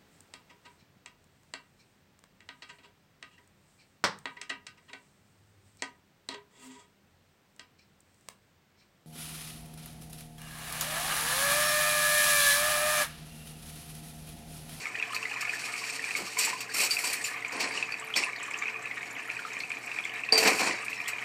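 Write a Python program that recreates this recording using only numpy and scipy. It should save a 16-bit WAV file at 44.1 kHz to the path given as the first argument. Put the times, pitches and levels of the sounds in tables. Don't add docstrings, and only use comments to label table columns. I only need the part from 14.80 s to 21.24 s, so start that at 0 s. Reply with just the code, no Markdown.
import sys
import numpy as np
from scipy import signal
from scipy.fft import rfft, irfft
from scipy.io import wavfile
from scipy.ndimage import uniform_filter1d

SR = 44100
rng = np.random.default_rng(int(sys.argv[2]) if len(sys.argv) > 2 else 0)


def digitize_waveform(pressure):
    field = np.atleast_2d(pressure).T
    bounded = np.clip(field, -1, 1)
    quanta = np.round(bounded * 32767).astype(np.int16)
    wavfile.write(sys.argv[1], SR, quanta)


N = 284004


def from_db(db):
    return 10 ** (np.asarray(db) / 20)


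def rms_one(x):
    return x / np.sqrt(np.mean(x ** 2) + 1e-20)


def level_curve(rows):
    times, levels = np.transpose(rows)
    return np.interp(np.arange(N) / SR, times, levels)


def at_hz(points, hz):
    table_hz, values = np.transpose(points)
    return np.interp(np.log(hz), np.log(table_hz), values)


def drift(rate_hz):
    step = 40
    r = np.exp(-2 * np.pi * rate_hz * step / SR)
    noise = rng.standard_normal(N // step + 2002)
    slow = signal.lfilter([1], [1, -2 * r, r * r], noise)[2000:]
    return np.interp(np.arange(N) / step, np.arange(len(slow)), rms_one(slow))


def colour(x, spectrum):
    gains = from_db(at_hz(spectrum, np.linspace(1, SR / 2, 2049)))
    cepstrum = irfft(np.log(gains))
    cepstrum[1:2048] *= 2
    cepstrum[2049:] = 0
    impulse_response = irfft(np.exp(rfft(cepstrum)))
    return signal.fftconvolve(x, impulse_response)[:N]


def resonance(x, hz, width_hz):
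    r = np.exp(-np.pi * width_hz / SR)
    zeros = np.array([1, 0, -1]) * (1 - r * r) / 2
    poles = [1, -2 * r * np.cos(2 * np.pi * hz / SR), r * r]
    return signal.lfilter(zeros, poles, x)


def grains(per_s, spread_db):
    size_db = spread_db * np.minimum(rng.exponential(1, N), 5)
    clicks = from_db(size_db) * rng.choice([-1, 1], N)
    return clicks * (rng.random(N) < per_s / SR)


def add(out, s, sound):
    i = int(s * SR)
    out[i:i + len(sound)] += sound[:N - i]


def bubble(hz, cycles, rise, swell_s, roundness=1):
    t = np.arange(int(1.5 * cycles / hz * SR)) / SR
    age = t * hz / cycles
    shape = (1 - np.exp(-t / swell_s)) ** 2 * from_db(-60 * age ** roundness)
    return shape / shape.max() * np.sin(2 * np.pi * hz * t * (1 + rise * age))


# (time [s], level [dB])
STREAM_LEVEL = [(0, -44.5), (.66, -38), (1.2, -44.5), (2.55, -41.5), (3.0, -41), (3.6, -42), (3.83, -40.5),
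                (4.28, -43), (5.24, -41.5), (6.44, -41.5)]
# (pitch [Hz], relative level [dB per Hz])
BUBBLE_SPECTRUM = [(290, -72), (500, -76), (734, -12), (976, -10.5), (1240, -2), (1390, -14), (1750, 0.5),
                   (1990, -6.5), (2390, 7.5), (2700, -8.5), (3050, -30), (3510, -17), (4350, -25),
                   (5860, -27), (7470, -21), (10200, -56), (15000, -59)]
SMALL_GLIDE = 0.13


def trickle():
    born = grains(3300 * from_db(4.5 * drift(18)), spread_db=4.5)
    pitches = np.geomspace(600, 12000, 70)
    dealt = rng.integers(0, 70, N)
    out = np.zeros(N)
    for k, hz in enumerate(pitches):
        cycles = 24.0 if hz < 3300 else 45.0
        glide = 0.028 + SMALL_GLIDE * rng.standard_normal()
        one = rms_one(bubble(hz, cycles, glide, swell_s=9.8 / hz, roundness=0.8))
        one = one * hz / np.sqrt(cycles)
        out += from_db(at_hz(BUBBLE_SPECTRUM, hz)) * signal.fftconvolve(born * (dealt == k), one)[:N]
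    return from_db(level_curve(STREAM_LEVEL)) * rms_one(out)


# (time [s], level [dB], pitch [Hz])
PLOP_EVENTS = [(0.0552, -24, 2260), (0.059, -39, 1247), (.068, -25, 2210), (.152, -27, 1790),
               (0.187, -29, 2470), (0.1978, -22, 2520), (.2249, -17.5, 2390), (.4813, -32, 2200),
               (0.5118, -33, 2640), (.678, -40.5, 723), (0.887, -26.5, 2170), (0.306, -35, 1110),
               (0.332, -30, 1256), (0.3635, -21.5, 2400), (0.354, -38, 1060), (0.426, -37, 1160),
               (0.4282, -24.5, 2600), (0.454, -25, 2180), (.51, -41, 845), (0.56, -39, 990),
               (.63, -41, 1174), (.735, -27.5, 1840), (0.6511, -23, 2330), (.9388, -27, 2300),
               (1.019, -41.5, 1060), (1.039, -28, 2380), (1.193, -27, 1980), (1.2283, -29, 2600),
               (1.2402, -22, 2300), (1.2877, -28, 1850), (1.3072, -24.5, 2360), (1.3508, -18.5, 2300),
               (1.358, -36.5, 1240), (1.39, -39, 1270), (1.568, -33.5, 1060), (1.469, -38, 1190),
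               (1.5703, -23, 2140), (1.8918, -33, 1800), (2.517, -47, 1000), (1.678, -31, 896),
               (1.729, -29.5, 1004), (1.953, -27.5, 2500), (2.0056, -23, 2450), (2.168, -18, 2420),
               (2.237, -34, 950), (2.6234, -30, 1990), (2.647, -21, 2350), (2.809, -26.5, 2560),
               (2.874, -24, 2490), (2.975, -22, 2690), (3.0257, -17, 2424), (3.122, -24.5, 2400),
               (3.1401, -24, 2270), (3.339, -20.5, 2870), (3.3625, -25, 2320), (3.3775, -20.5, 2280),
               (3.388, -23, 2320), (3.4013, -28, 2450), (3.4288, -24, 2330), (3.436, -18.5, 2540),
               (3.467, -33.5, 1070), (3.5309, -27, 2260), (3.684, -36.5, 1136), (3.711, -27, 2470),
               (3.768, -35, 1140), (3.8221, -21.5, 2350), (4.056, -26, 2420), (4.111, -24, 2290),
               (4.2076, -34, 1750), (4.229, -26, 2610), (4.365, -28, 2320), (4.42, -37, 2400),
               (4.5, -22, 2400), (4.59, -33, 1550), (4.65, -27.5, 1270), (4.7666, -28.5, 2290),
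               (4.767, -41, 1115), (4.8034, -26.5, 2440), (4.9165, -22.5, 2450), (4.835, -26, 2390),
               (4.9034, -25, 2420), (4.969, -27, 2320), (5.115, -25, 2480), (5.1864, -20, 2440),
               (5.239, -32, 3310), (5.252, -22.5, 2380), (5.3374, -28.5, 2280), (5.3568, -26.5, 2450),
               (5.4883, -22.5, 2540), (5.786, -24, 2510), (5.909, -22, 2170), (6.031, -36, 1240),
               (6.0812, -22.5, 2350), (6.129, -24, 2700), (6.2012, -25.5, 2350), (6.26, -34, 3400),
               (6.332, -25, 2290), (6.3824, -26.5, 2350), (6.4243, -28, 2200)]
# (pitch [Hz], ring before a random spread [cycles])
PLOP_RING = [(1100, 24), (1800, 21)]
# (pitch [Hz], swell time constant [s])
PLOP_SWELL = [(1100, 0.0008), (2300, 0.0011)]
PLOP_ROUND, PLOP_GLIDE = 1.9, 0.08
PLOP_SPLASH_DB = -6.5


def loud_bubbles():
    out, splash = np.zeros(N), np.zeros(N)
    for s, db, hz in PLOP_EVENTS:
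        cycles = at_hz(PLOP_RING, hz) * 2 ** (0.13 * rng.standard_normal())
        glide = PLOP_GLIDE * rng.standard_normal()
        one = from_db(db) * bubble(hz, cycles, glide, at_hz(PLOP_SWELL, hz), PLOP_ROUND)
        add(out, s, one)
        add(splash, s, np.abs(one) * rng.standard_normal(len(one)))
    splash_band = signal.butter(2, [800, 3600], "band", fs=SR, output="sos")
    out += from_db(PLOP_SPLASH_DB) * signal.sosfilt(splash_band, splash)
    add(out, .005, from_db(-8) * out.copy())
    return out


def spray():
    flurries = from_db(7.8 * drift(44) + 2.0 * drift(13.0))
    hiss = colour(rng.standard_normal(N), BUBBLE_SPECTRUM)
    return from_db(level_curve(STREAM_LEVEL) - 6.5) * rms_one(flurries * hiss)


# (time [s], relative level [dB], pitch [Hz])
TICK_EVENTS = [(2.68, -30, 7400), (2.768, -32, 8800), (3.1963, -27.5, 7940), (3.2455, -36, 11900),
               (3.27, -37, 9400), (3.444, -30, 9200), (3.5604, -28.5, 4360), (3.6285, -27.5, 7750),
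               (3.636, -35, 3700), (3.66, -34, 7200), (3.7065, -28.5, 7560), (3.734, -32, 5440),
               (3.774, -32, 7400), (3.7867, -25, 6750), (3.82, -37, 6900), (3.878, -37, 6000),
               (3.9, -40, 5400), (4.0249, -33, 7800), (4.228, -41.5, 7500), (4.309, -31.5, 7160),
               (4.7316, -29, 6760), (4.7886, -32, 7900), (4.801, -22.5, 4170), (4.894, -31, 7920),
               (4.916, -45, 9500), (5.06, -33, 7760), (5.335, -40, 11500), (5.247, -29.5, 7300),
               (5.358, -37, 8550), (5.4, -36, 8050), (5.448, -33, 3990), (6.0198, -34, 7910)]
TICK_RISE_S, TICK_T60_S, TICK_BROAD_DB = 0.0021, 0.028, -17.5
FAINT_TICKS = 110
FAINT_DB, FAINT_SPREAD_DB = -40, -3


def ticks():
    out, t = np.zeros(N), np.arange(SR // 25) / SR
    luck = rng.random((FAINT_TICKS, 3))
    faint = [(a * N / SR, FAINT_DB + FAINT_SPREAD_DB * b, 4000 * 3.02 ** c) for a, b, c in luck]
    for s, db, hz in TICK_EVENTS + faint:
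        envelope = (1 - np.exp(-t / TICK_RISE_S)) * from_db(-60 * t / TICK_T60_S)
        puff = rng.standard_normal(len(t)) * envelope
        broad = np.diff(puff, prepend=0) * from_db(TICK_BROAD_DB)
        pitched = resonance(puff, hz, width_hz=650) * from_db(8.5)
        add(out, s, from_db(db) * (broad + pitched))
    return signal.sosfilt(signal.butter(2, [3200, 12500], "band", fs=SR, output="sos"), out)


# (time [s], relative level [dB], favoured mode [Hz], ring over crack [dB])
CLINK_EVENTS = [(0.3452, -22, 4330, -3.5), (0.6062, -22.5, 5200, -5), (1.3698, -23.5, 7560, -7.5),
                (1.5861, -16, 7060, 0), (1.59, -30.5, 8410, 7), (1.585, -39.5, 12580, 23),
                (1.6469, -19.5, 7600, 1.5), (1.804, -20.5, 4080, -19), (1.943, -28, 14000, 0),
                (2.013, -21, 8100, 1), (2.035, -17, 7840, -4.5), (2.1078, -17.5, 4695, -1.5),
                (2.12, -27, 4800, 8), (2.132, -25, 4695, -4), (2.2477, -28, 7800, 1),
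                (2.3283, -19.5, 9450, -1), (2.44, -24.5, 7200, -5), (2.26, -32, 4690, -1.5),
                (2.722, -28.5, 5000, -12), (2.919, -31.5, 4690, -7), (2.801, -21.5, 4500, -10),
                (3.12, -35.5, 4600, 1.5), (3.359, -20, 4600, -7.5), (3.37, -23.5, 5400, 4.5),
                (5.523, -26, 4730, 15), (5.534, -30, 4700, 8), (5.5531, -34, 4700, 13),
                (5.575, -8, 4700, -10.5), (5.586, -30, 4630, 9), (5.6272, -14.5, 5200, -8),
                (5.6721, -9.5, 4520, -15), (5.799, -23, 5170, -9), (6.0462, -32, 9100, -6),
                (6.0985, -31, 7700, -8), (6.278, -23, 7600, -0.5)]
# (mode [Hz], relative level [dB])
METAL_MODES = [(4250, -8.5), (4520, -5), (4600, -2.5), (4695, -2), (4790, -9), (5400, -4), (6880, -12),
               (7190, -3), (7830, -6.5), (8410, -1), (8660, -1), (9390, -3.5), (10300, -7), (12580, -14),
               (13400, -25), (13900, -30)]
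# (frequency [Hz], relative level [dB per Hz])
RATTLE_SPECTRUM = [(710, -55), (1200, -6.5), (1320, -9), (1710, -7.5), (2460, 6.5), (3510, -9.5),
                   (4210, -1.5), (4690, -1.5), (5050, -6), (5450, -0.5), (6190, -6), (7840, -3.5),
                   (11500, -16), (13600, -14.5), (15600, -22)]
# (clink level [dB], crack T60 [s])
CRACK_T60 = [(-38, .022), (-25, .09)]
CLINK_T60_S, CRACK_RISE_S = 0.1, .004
SIZZLE_DB, SIZZLE_DB_PER_OCTAVE = -13.5, 8.5


def clinks():
    rings, cracks, edges = np.zeros(N), np.zeros(N), np.zeros(N)
    t = np.arange(SR // 6) / SR
    hz, mode_db = np.transpose(METAL_MODES)
    for s, db, favoured_hz, ring_db in CLINK_EVENTS:
        luck = rng.standard_normal((3, len(hz)))
        near_db = -np.minimum(90 * np.abs(np.log2(hz / favoured_hz)), 23.0)
        sines = np.sin(2 * np.pi * (np.outer(t, hz * (1 + 0.00067 * luck[0])) + luck[1]))
        modes = sines @ from_db(mode_db + near_db + 2 * luck[2])
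        waver = 1 + .25 * rms_one(uniform_filter1d(rng.standard_normal(len(t)), size=150))
        ring = modes * waver * from_db(ring_db - 60 * t / CLINK_T60_S)
        add(rings, s, from_db(db) * ring * (1 - np.exp(-t / 0.00072)))
        crack_t60_s = np.interp(db, *np.transpose(CRACK_T60))
        crack_shape = from_db(db - 60 * t / crack_t60_s) * (1 - np.exp(-t / CRACK_RISE_S))
        crack = crack_shape * rng.standard_normal(len(t))
        add(cracks, s, crack)
        sizzle_db = SIZZLE_DB + SIZZLE_DB_PER_OCTAVE * np.log2(favoured_hz / 7000)
        add(edges, s, from_db(sizzle_db) * crack)
    return rings + colour(cracks, RATTLE_SPECTRUM) + np.diff(edges, prepend=0)


# (start [s], hold [s], rattle level [dB], drag level [dB], jingle level [dB])
SHOVE_EVENTS = [(1.351, 0.041, -46, -41.5, -48), (1.571, 0.067, -33, -44.5, -39),
                (1.667, 0.036, -39, -42.5, -54), (1.932, 0.045, -33, -42, -34),
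                (1.991, 0.032, -29, -37, -34), (2.09, 0.16, -41, -56, -41), (2.23, 0.051, -34, -41, -38.5),
                (2.34, 0.074, -44.5, -51.5, -50), (2.439, 0.03, -38.5, -57, -43),
                (2.71, 0.15, -45, -39, -71), (2.787, 0.022, -32, -36.5, -68), (2.929, 0.066, -41, -42, -70),
                (3.349, 0.035, -32, -36.5, -65), (5.515, 0.022, -31.5, -30, -63),
                (5.588, 0.046, -32.5, -29.5, -39), (5.642, 0.043, -29.5, -24, -50),
                (5.69, 0.073, -36.5, -52, -41.5), (5.783, 0.038, -29.5, -30, -40),
                (5.855, 0.034, -34, -31, -56)]
SHOVE_RISE_S, RATTLE_FALL_DB_PER_S, DRAG_FALL_DB_PER_S = 0.012, 198, 190


def shoved(level_db, fall_db_per_s):
    out, t = np.zeros(N), np.arange(SR // 2) / SR
    for (s, hold_s, *_), db in zip(SHOVE_EVENTS, level_db):
        after = np.maximum(t - SHOVE_RISE_S - hold_s, 0)
        swell = np.minimum(t / SHOVE_RISE_S, 1) ** 4
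        add(out, s, swell * from_db(db - fall_db_per_s * after) ** 2)
    return out


# (frequency [Hz], relative level [dB per Hz])
DRAG_SPECTRUM = [(35, -55), (60, -33.5), (246, -0.5), (403, -1.5), (439, -0.5), (577, -1.5), (650, -2.5),
                 (1010, 1), (1330, -6), (2410, 3), (3500, -30), (4550, -43), (7700, -120)]
# (frequency [Hz], width [Hz], relative level [dB])
BOARD_MODES = [(444.4, 6.4, 0), (656, 9.3, -6.5), (751, 22, -3), (1070, 42, -11.5)]
# (time [s], level [dB])
RUSTLE_LEVEL = [(0, -42), (.22, -50), (.62, -43.5), (.82, -39.5), (1.5, -42), (1.8, -47), (2.6, -53.5),
                (4.2, -55.5), (5.0, -53), (6.44, -52)]
RUMBLE_DB = -50.5
JINGLE_HZ = 8620


def shuffle():
    contacts = colour(grains(6000 * from_db(4.1 * drift(45)), spread_db=0.0), RATTLE_SPECTRUM)
    rub = grains(3000, spread_db=3.0)
    board_ring = sum(from_db(db) * resonance(rub, hz, width_hz) for hz, width_hz, db in BOARD_MODES)
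    drag = colour(rub + from_db(4.5) * board_ring, DRAG_SPECTRUM)
    metal_ring = sum(from_db(db - 4.0 + 8.4 * drift(17.7)) * resonance(contacts, hz, width_hz=53)
                     for hz, db in METAL_MODES)
    contacts = contacts + metal_ring
    jingle = signal.sosfilt(signal.butter(4, JINGLE_HZ, "high", fs=SR, output="sos"), contacts)
    body = signal.sosfilt(signal.butter(2, JINGLE_HZ, fs=SR, output="sos"), contacts)

    _, _, rattle_db, drag_db, jingle_db = np.transpose(SHOVE_EVENTS)
    rustle = from_db(level_curve(RUSTLE_LEVEL) - 0.95 + 2.27 * drift(7.8))
    rattle_gain = np.sqrt(shoved(rattle_db, RATTLE_FALL_DB_PER_S) + rustle ** 2)
    jingle_gain = np.sqrt(shoved(jingle_db, RATTLE_FALL_DB_PER_S) + (from_db(-9.0) * rustle) ** 2)
    drag_gain = np.sqrt(shoved(drag_db, DRAG_FALL_DB_PER_S) + from_db(RUMBLE_DB) ** 2)
    return rattle_gain * rms_one(body) + jingle_gain * rms_one(jingle) + drag_gain * rms_one(drag)


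# (time [s], relative level [dB])
KNOCK_EVENTS = [(5.523, -24.5), (5.578, -23.5)]


def knocks():
    out, t = np.zeros(N), np.arange(SR // 3) / SR
    for s, db in KNOCK_EVENTS:
        modes = sum(from_db(mode_db) * np.exp(-np.pi * width_hz * t) * np.sin(2 * np.pi * hz * t)
                    for hz, width_hz, mode_db in BOARD_MODES)
        add(out, s, from_db(db) * modes * (1 - np.exp(-t / 0.0014)))
    return out


GROAN_S, GROAN_LENGTH_S, GROAN_DB = 1.36, .11, -42
GROAN_HZ, GROAN_FALL_OCTAVES = 540, 1.4


def groan():
    out, t = np.zeros(N), np.arange(SR // 3) / SR
    along = np.minimum(t / GROAN_LENGTH_S, 1)
    rough = .55 + rms_one(uniform_filter1d(rng.standard_normal(len(t)), size=200))
    phase = 2 * np.pi * np.cumsum(GROAN_HZ * 2 ** (-GROAN_FALL_OCTAVES * along)) / SR
    add(out, GROAN_S, from_db(GROAN_DB) * np.sin(np.pi * along) * rough * np.sin(phase))
    return out


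PUMP_HZ, PUMP_DB = 120.3, -64
# (frequency [Hz], width [Hz], level [dB])
LID_DRONE = [(275.7, 17, -68.5), (441.7, 11.5, -60), (715, 14, -63)]


def pump():
    tone = np.sqrt(2) * np.sin(2 * np.pi * PUMP_HZ * np.arange(N) / SR)
    hum = from_db(PUMP_DB + 1.0 * drift(0.71)) * tone
    drone = sum(from_db(db) * rms_one(resonance(rng.standard_normal(N), hz, width_hz))
                for hz, width_hz, db in LID_DRONE)
    return hum + drone


ROOM_T60_S, WALL_CUT_HZ = 0.36, 640


def room(x):
    t = np.arange(int(.6 * SR)) / SR
    noise = rng.standard_normal(len(t))
    dull = signal.sosfilt(signal.butter(1, WALL_CUT_HZ, fs=SR, output="sos"), noise)
    bright = noise - dull
    tail = dull * from_db(-60 * t / ROOM_T60_S) + bright * from_db(-60 * t / (0.43 * ROOM_T60_S))
    tail *= t > .004
    return signal.fftconvolve(x, tail / np.sqrt(np.sum(tail ** 2)))[:N]


# (frequency [Hz], relative level [dB per Hz])
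FLOOR_SPECTRUM = [(15, -106), (25, -53), (59, -29), (116, -4), (350, -6), (446, -12), (616, -66), (724, 4),
                  (851, -54), (1270, -34), (1380, -68), (2370, 4.5), (3270, -20.5), (7950, -35),
                  (15600, -24)]
ROOM_NOISE_DB = -52


def room_noise():
    return from_db(ROOM_NOISE_DB) * rms_one(colour(rng.standard_normal(N), FLOOR_SPECTRUM))


def scene():
    water = trickle() + spray() + ticks() + loud_bubbles()
    metal = clinks() + shuffle() + knocks() + groan()
    wet = room(from_db(-6.5) * water + from_db(-13.5) * metal)
    return (water + metal + wet + pump() + room_noise())[None]


CUTOFF_HZ = 15900


def record(dry):
    thin = signal.sosfilt(signal.butter(1, 70, "high", fs=SR, output="sos"), dry)
    return signal.sosfilt(signal.cheby2(14, 70, CUTOFF_HZ, fs=SR, output="sos"), thin)


dry = scene()
out = record(dry)
digitize_waveform(out)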